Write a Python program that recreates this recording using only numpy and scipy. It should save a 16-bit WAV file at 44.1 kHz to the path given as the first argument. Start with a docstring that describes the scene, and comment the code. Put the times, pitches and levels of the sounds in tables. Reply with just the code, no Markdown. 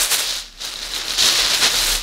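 """A dense, dry crackle of tissue paper, scrunched in the hands, then rummaged in a gift bag and pulled out.
Streams of tiny random snaps ring the facets of the sheet, over filtered noise for the hiss of sliding sheets.
Stiff folds ping, fine creases tick, larger creases snap alone as decaying tones; filtered noise is the bag.
A small living room adds a short noise tail. A deep, wavering sine rumbles beneath, with soft room tone,
and swells as the paper comes out."""
import sys
import numpy as np
from scipy import signal
from scipy.fft import rfft, irfft
from scipy.io import wavfile
from scipy.ndimage import uniform_filter1d

SR = 44100
rng = np.random.default_rng(int(sys.argv[2]) if len(sys.argv) > 2 else 0)


def persist_wave(psi):
    """Save psi, clipped to +-1, as 16-bit WAV."""
    counts = np.round(np.clip(psi, -1, 1) * 32767).astype(np.int16)
    wavfile.write(sys.argv[1], SR, np.atleast_2d(counts).T)


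N = 89126  # length [samples]

# Rustle loudness in three bands, before the trims below; the middle lies around 4 kHz:
# (time [s], middle level [dB], body level [dB], treble level [dB])
RUSTLE_LEVELS = [(0.0,-19,-26.5,-24), (0.02,-20,-27.5,-19.5), (0.08,-28,-32.5,-31.5), (0.107,-25,-33,-29),
                 (0.12,-18.5,-22.5,-19), (0.14,-17,-25,-21.5), (0.17,-25.5,-32,-30.5), (0.2,-23,-30,-27),
                 (0.26,-24.5,-34.5,-36), (0.29,-21.5,-34.5,-36), (0.355,-24.5,-36.5,-38),
                 (0.40,-27.5,-40.5,-40), (0.44,-36.5,-47,-54), (0.50,-44,-53.5,-62), (0.57,-50.5,-52.5,-62),
                 (0.595,-37.5,-47.5,-54.5), (0.615,-27.5,-39,-45), (0.65,-26,-36,-38.5),
                 (0.74,-34,-41.5,-45.5), (0.81,-31,-40.5,-48.5), (0.825,-28,-38.5,-43),
                 (0.865,-29.5,-37,-41), (0.9,-30.5,-39,-45), (0.98,-24.5,-32.5,-34.5),
                 (1.015,-26.5,-35,-44.5), (1.07,-29,-35,-40.5), (1.11,-22,-34.5,-36), (1.14,-25.5,-32,-36),
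                 (1.17,-26,-38.5,-45), (1.19,-15,-29,-30.5), (1.26,-12.5,-24,-27.5), (1.31,-18,-28.5,-31),
                 (1.44,-16,-26.5,-30.5), (1.47,-19.5,-29,-35.5), (1.54,-17.5,-27,-30), (1.6,-22,-31,-30),
                 (1.635,-14.5,-20.5,-27), (1.665,-14,-21.5,-26), (1.7,-21,-30.5,-31.5),
                 (1.78,-17,-26,-27.5), (1.86,-21,-31,-28.5), (1.89,-20,-26.5,-24), (1.935,-20,-30.5,-28.5),
                 (1.955,-22,-28.5,-24.5), (1.985,-28,-36.5,-37.5), (2.02,-30.5,-38,-44)]
# Colour of the paper: (frequency [Hz], relative density [dB per Hz])
PAPER_COLOUR = [(70,-23), (150,-23), (300,-18.5), (410,-12.5), (500,-11), (720,-11), (1000,-10), (1650,-8),
                (2300,-9), (3250,-4.5), (3850,-0.5), (4800,-4.5), (6400,-7), (8600,-11.5), (10200,-13),
                (15500,-25)]
# Larger creases that snap alone: (time [s], level before trim [dB], ring T60 [s])
LONE_CREASES = [(0.049, 1, .003), (0.14, -20, .003), (0.185, -3, 0.0011), (0.514, -31, .008),
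                (0.5265, -20, .006), (0.5757, -17, .005), (0.649, -6, 0.0063), (0.739, -6, 0.0037),
                (0.7583, -7, 0.019), (0.7908, -8, 0.007), (0.826, -14, .005), (0.8304, -4, 0.0088),
                (0.9367, -3, 0.012), (0.943, -7.5, 0.02), (0.9625, -4, 0.0088), (1.0826, 1, 0.0059),
                (1.1068, -1, 0.018), (1.137, 4, 0.0029), (1.953, -1, 0.0014), (1.9735, -11, .005)]
# Swells of the deep rumble, before trim: (time [s], level [dB])
RUMBLE_LEVELS = [(0.0,-35), (0.05,-38), (0.09,-55), (0.23,-54), (0.28,-44), (0.75,-45), (0.88,-38),
                 (1.06,-44), (1.23,-37.5), (1.3,-52), (1.43,-33), (1.52,-48), (1.72,-41.5), (1.8,-33),
                 (1.96,-25.5), (2.02,-32.5)]
# Colour of the room tone: (frequency [Hz], relative density [dB per Hz])
AIR_COLOUR = [(20, -6), (60, -6), (130, -14.5), (250, -5), (420, -18.5), (1500, -38), (5000, -11),
              (15000, -47)]
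# Hollow colour of the bag's walls: (frequency [Hz], relative density [dB per Hz])
BAG_COLOUR = [(40, -24), (85, -4.5), (125, -3), (170, -4), (240, -0.5), (400, -2), (900, -17), (4000, -58)]

# Crinkle: snap rate at the mean level, and growth of the log rate per dB of level
SNAPS_PER_S, LOG_RATE_PER_DB = 3600, 0.01
SIZE_SPREAD_DB, SIZE_LIMIT_DB = 5, 10
FACET_LOW_HZ, FACET_HIGH_HZ, FACET_Q, FACET_CRACK_DB = 1300, 12900, 4.2, 2.5
# Sliding hiss against the crinkle, and the slight bunching of both
SLIDE_DB, SLIDE_FLUTTER_DB = -1, 2
CLUSTER_DB, CLUSTERS_PER_S = 0.1, 150
# Band edges and level trims of the rustle
BODY_EDGE_HZ, TREBLE_EDGE_HZ = 2965, 6970
BODY_TRIM_DB, MIDDLE_TRIM_DB, TREBLE_TRIM_DB = 2, -2.42, 1.1
# Stiff folds; level is against the middle column of the rustle
FOLDS_PER_S, FOLD_Q, FOLD_SPREAD_DB, FOLD_DB = 390, 23, 3.5, -10.5
FOLD_LOW_HZ, FOLD_HIGH_HZ, FOLD_CENTRE_HZ = 3670, 5450, 4400
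# Finest creases; level is against the treble column of the rustle
FINE_PER_S, FINE_HZ, FINE_Q, FINE_SPREAD_DB, FINE_DB = 400, 11100, 1, 9, -5.5
FINE_DECAY_S = 0.00096
RUMBLE_HZ, RUMBLE_WANDER_HZ, RUMBLE_WAVER_DB, RUMBLE_TRIM_DB = 36.6, 3.1, 1.3, 1.5
AIR_DB = -50
# Lone creases: pitch, its scatter as a spread of log frequency, crack against ring, and level trim
CREASE_HZ, CREASE_SCATTER, CREASE_CRACK_DB, CREASE_TRIM_DB = 4010, 0.013, -4, -9
# Bag: level against the body column of the rustle, and when the hands go in
BAG_DB, BAG_FROM_S = -13, 0.57
# Room tail: level against the direct sound, and the gap before it starts
ROOM_T60_S, ROOM_DB, ROOM_DELAY_S = 0.21, -13.5, 0.00286
CEILING, TOP_HZ = 0.85, 15680  # soft peak ceiling [full scale = 1], upper edge of the sound


def undb(db):
    """Turn decibels into gain."""
    return 10 ** (np.asarray(db) / 20)


def unit(x):
    """Scale to rms 1."""
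    return x / np.sqrt(np.mean(x ** 2) + 1e-18)


def curve(table, axis=1):
    """Draw one column of a table as straight lines over time."""
    rows = np.array(table)
    return np.interp(np.arange(N) / SR, rows[:, 0], rows[:, axis])


def walk(rate):
    """Drift smoothly between random values, `rate` of them a second, with rms 1."""
    hold = max(int(SR / rate), 2)
    steps = np.repeat(rng.standard_normal(N // hold + 1), hold)
    return unit(uniform_filter1d(steps, hold)[:N])


def colour(x, points):
    """Shape a spectrum through (Hz, dB) points with a causal, minimum-phase filter."""
    hz, db = np.array(points).T
    size = 4096
    bins_hz = np.arange(size // 2 + 1) * SR / size
    log_gain = np.log(undb(np.interp(np.log(bins_hz + 1), np.log(hz), db)))
    # Folding the cepstrum forward in time makes the response minimum-phase
    cepstrum = irfft(log_gain)[:size // 2]
    cepstrum[1:] *= 2
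    response = irfft(np.exp(rfft(cepstrum, size)))
    return signal.fftconvolve(x, response)[:N]


def below(x, hz, order=4):
    """Low-pass without delay, so that bands split by subtraction."""
    return signal.sosfiltfilt(signal.butter(order, hz, fs=SR, output="sos"), x)


def ring(x, hz, q):
    """Excite one resonance, gain 1 at its centre."""
    return signal.lfilter(*signal.iirpeak(hz, q, fs=SR), x)


def sparse(rate, spread_db):
    """Scatter random impulses of varied size and either sign."""
    size = undb(spread_db * np.clip(rng.standard_normal(N), -2, 1.3))
    return (rng.random(N) < rate / SR) * size * rng.choice([-1, 1], N)


def crinkle(rate, count=14):
    """Creases buckle at random, most small, a few large; each cracks and briefly rings one facet of the sheet."""
    out = 0
    for hz in np.geomspace(FACET_LOW_HZ, FACET_HIGH_HZ, count):
        size = undb(np.minimum(SIZE_SPREAD_DB * rng.exponential(size=N), SIZE_LIMIT_DB))
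        snaps = (rng.random(N) < rate / count / SR) * size * rng.choice([-1, 1], N)
        out = out + undb(FACET_CRACK_DB) * snaps + 2 * ring(snaps, hz, FACET_Q)
    # Even out loudness, so that rate sets density only
    return unit(out / np.sqrt(rate))


def slide():
    """Sheets rub past each other: a fluttering noise hiss."""
    flutter = undb(SLIDE_FLUTTER_DB * walk(160))
    return undb(SLIDE_DB) * unit(rng.standard_normal(N) * flutter)


def rustle():
    """Harder handling gives more snaps over the sliding hiss; body, middle and treble each follow a level."""
    middle_db, body_db, treble_db = (curve(RUSTLE_LEVELS, axis) for axis in (1, 2, 3))
    rate = SNAPS_PER_S * np.exp(LOG_RATE_PER_DB * (middle_db - middle_db.mean()))
    # Creases give way in small runs
    clusters = undb(CLUSTER_DB * walk(CLUSTERS_PER_S))
    paper = colour((crinkle(rate) + slide()) * clusters, PAPER_COLOUR)
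    body = below(paper, BODY_EDGE_HZ)
    body_and_middle = below(paper, TREBLE_EDGE_HZ)
    middle = body_and_middle - body
    treble = paper - body_and_middle
    return (unit(body) * undb(body_db + BODY_TRIM_DB)
            + unit(middle) * undb(middle_db + MIDDLE_TRIM_DB)
            + unit(treble) * undb(treble_db + TREBLE_TRIM_DB))


def folds(count=7):
    """Stiff folds flip over and ping briefly at narrow resonances, more often under harder handling."""
    middle_db = curve(RUSTLE_LEVELS, axis=1)
    rate = FOLDS_PER_S * np.exp(2 * LOG_RATE_PER_DB * (middle_db - middle_db.mean()))
    pings = 0
    for hz in np.geomspace(FOLD_LOW_HZ, FOLD_HIGH_HZ, count):
        pings = pings + ring(sparse(rate / count, FOLD_SPREAD_DB), hz, FOLD_Q)
    pings = ring(pings, FOLD_CENTRE_HZ, 2.4) / np.sqrt(rate)
    return unit(pings) * undb(middle_db + FOLD_DB)


def fine_snaps():
    """The finest creases tick sparsely: very short, decaying bursts of bright noise."""
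    impulses = np.abs(sparse(FINE_PER_S, FINE_SPREAD_DB))
    bursts = signal.lfilter([1], [1, -np.exp(-1 / (FINE_DECAY_S * SR))], impulses)
    ticks = bursts * rng.standard_normal(N)
    for _ in range(2):
        ticks = ring(ticks, FINE_HZ, FINE_Q)
    return unit(ticks) * undb(curve(RUSTLE_LEVELS, axis=3) + FINE_DB)


def rumble():
    """A deep sine whose pitch and level waver at random."""
    hz = RUMBLE_HZ + RUMBLE_WANDER_HZ * walk(26)
    phase = 2 * np.pi * np.cumsum(hz) / SR
    return np.sin(phase) * undb(curve(RUMBLE_LEVELS) + RUMBLE_TRIM_DB + RUMBLE_WAVER_DB * walk(15))


def room_tone():
    """Steady, coloured noise of the quiet room."""
    return undb(AIR_DB) * unit(colour(rng.standard_normal(N), AIR_COLOUR))


def creases():
    """Single larger creases: a short noise crack and an exponentially decaying ring."""
    out = np.zeros(2 * N)
    t = np.arange(SR // 20) / SR
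    for start, db, t60 in LONE_CREASES:
        hz = CREASE_HZ * np.exp(CREASE_SCATTER * rng.standard_normal())
        tone = np.sin(2 * np.pi * hz * t) * np.exp(-np.log(1000) * t / t60)
        crack = ring(rng.standard_normal(len(t)), 7000, 1.8) * np.exp(-t / 0.00017)
        i = int(start * SR)
        out[i:i + len(t)] += undb(db + CREASE_TRIM_DB) * (tone + undb(CREASE_CRACK_DB) * crack)
    return out[:N]


def bag():
    """The bag's walls flap under the paper once the hands are inside: hollow, fluctuating noise."""
    inside = np.clip((np.arange(N) / SR - BAG_FROM_S) / 0.12, 0, 1)  # fades in over 0.12 s
    flaps = rng.standard_normal(N) * undb(2 * walk(70))
    return unit(colour(flaps, BAG_COLOUR)) * inside * undb(curve(RUSTLE_LEVELS, axis=2) + BAG_DB)


def room(x):
    """Add the short, diffuse tail of a furnished room as decaying noise."""
    t = np.arange(SR // 2) / SR
    decay = np.exp(-np.log(1000) * t / ROOM_T60_S)
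    tail = rng.standard_normal(len(t)) * decay * (t > ROOM_DELAY_S)
    wet = signal.fftconvolve(x, tail / np.linalg.norm(tail))[:N]
    return (x + undb(ROOM_DB) * wet) / np.hypot(1, undb(ROOM_DB))


def scene():
    """Paper and bag sound in the room, over rumble and room tone."""
    handling = rustle() + folds() + fine_snaps() + creases() + bag()
    return (room(handling) + rumble() + room_tone())[None]


def record(dry):
    """Round the highest peaks softly, then cut the top steeply."""
    rounded = dry / (1 + (dry / CEILING) ** 4) ** 0.25
    top_cut = signal.ellip(12, 0.1, 90, TOP_HZ, fs=SR, output="sos")
    return signal.sosfilt(top_cut, rounded)


dry = scene()
out = record(dry)
persist_wave(out)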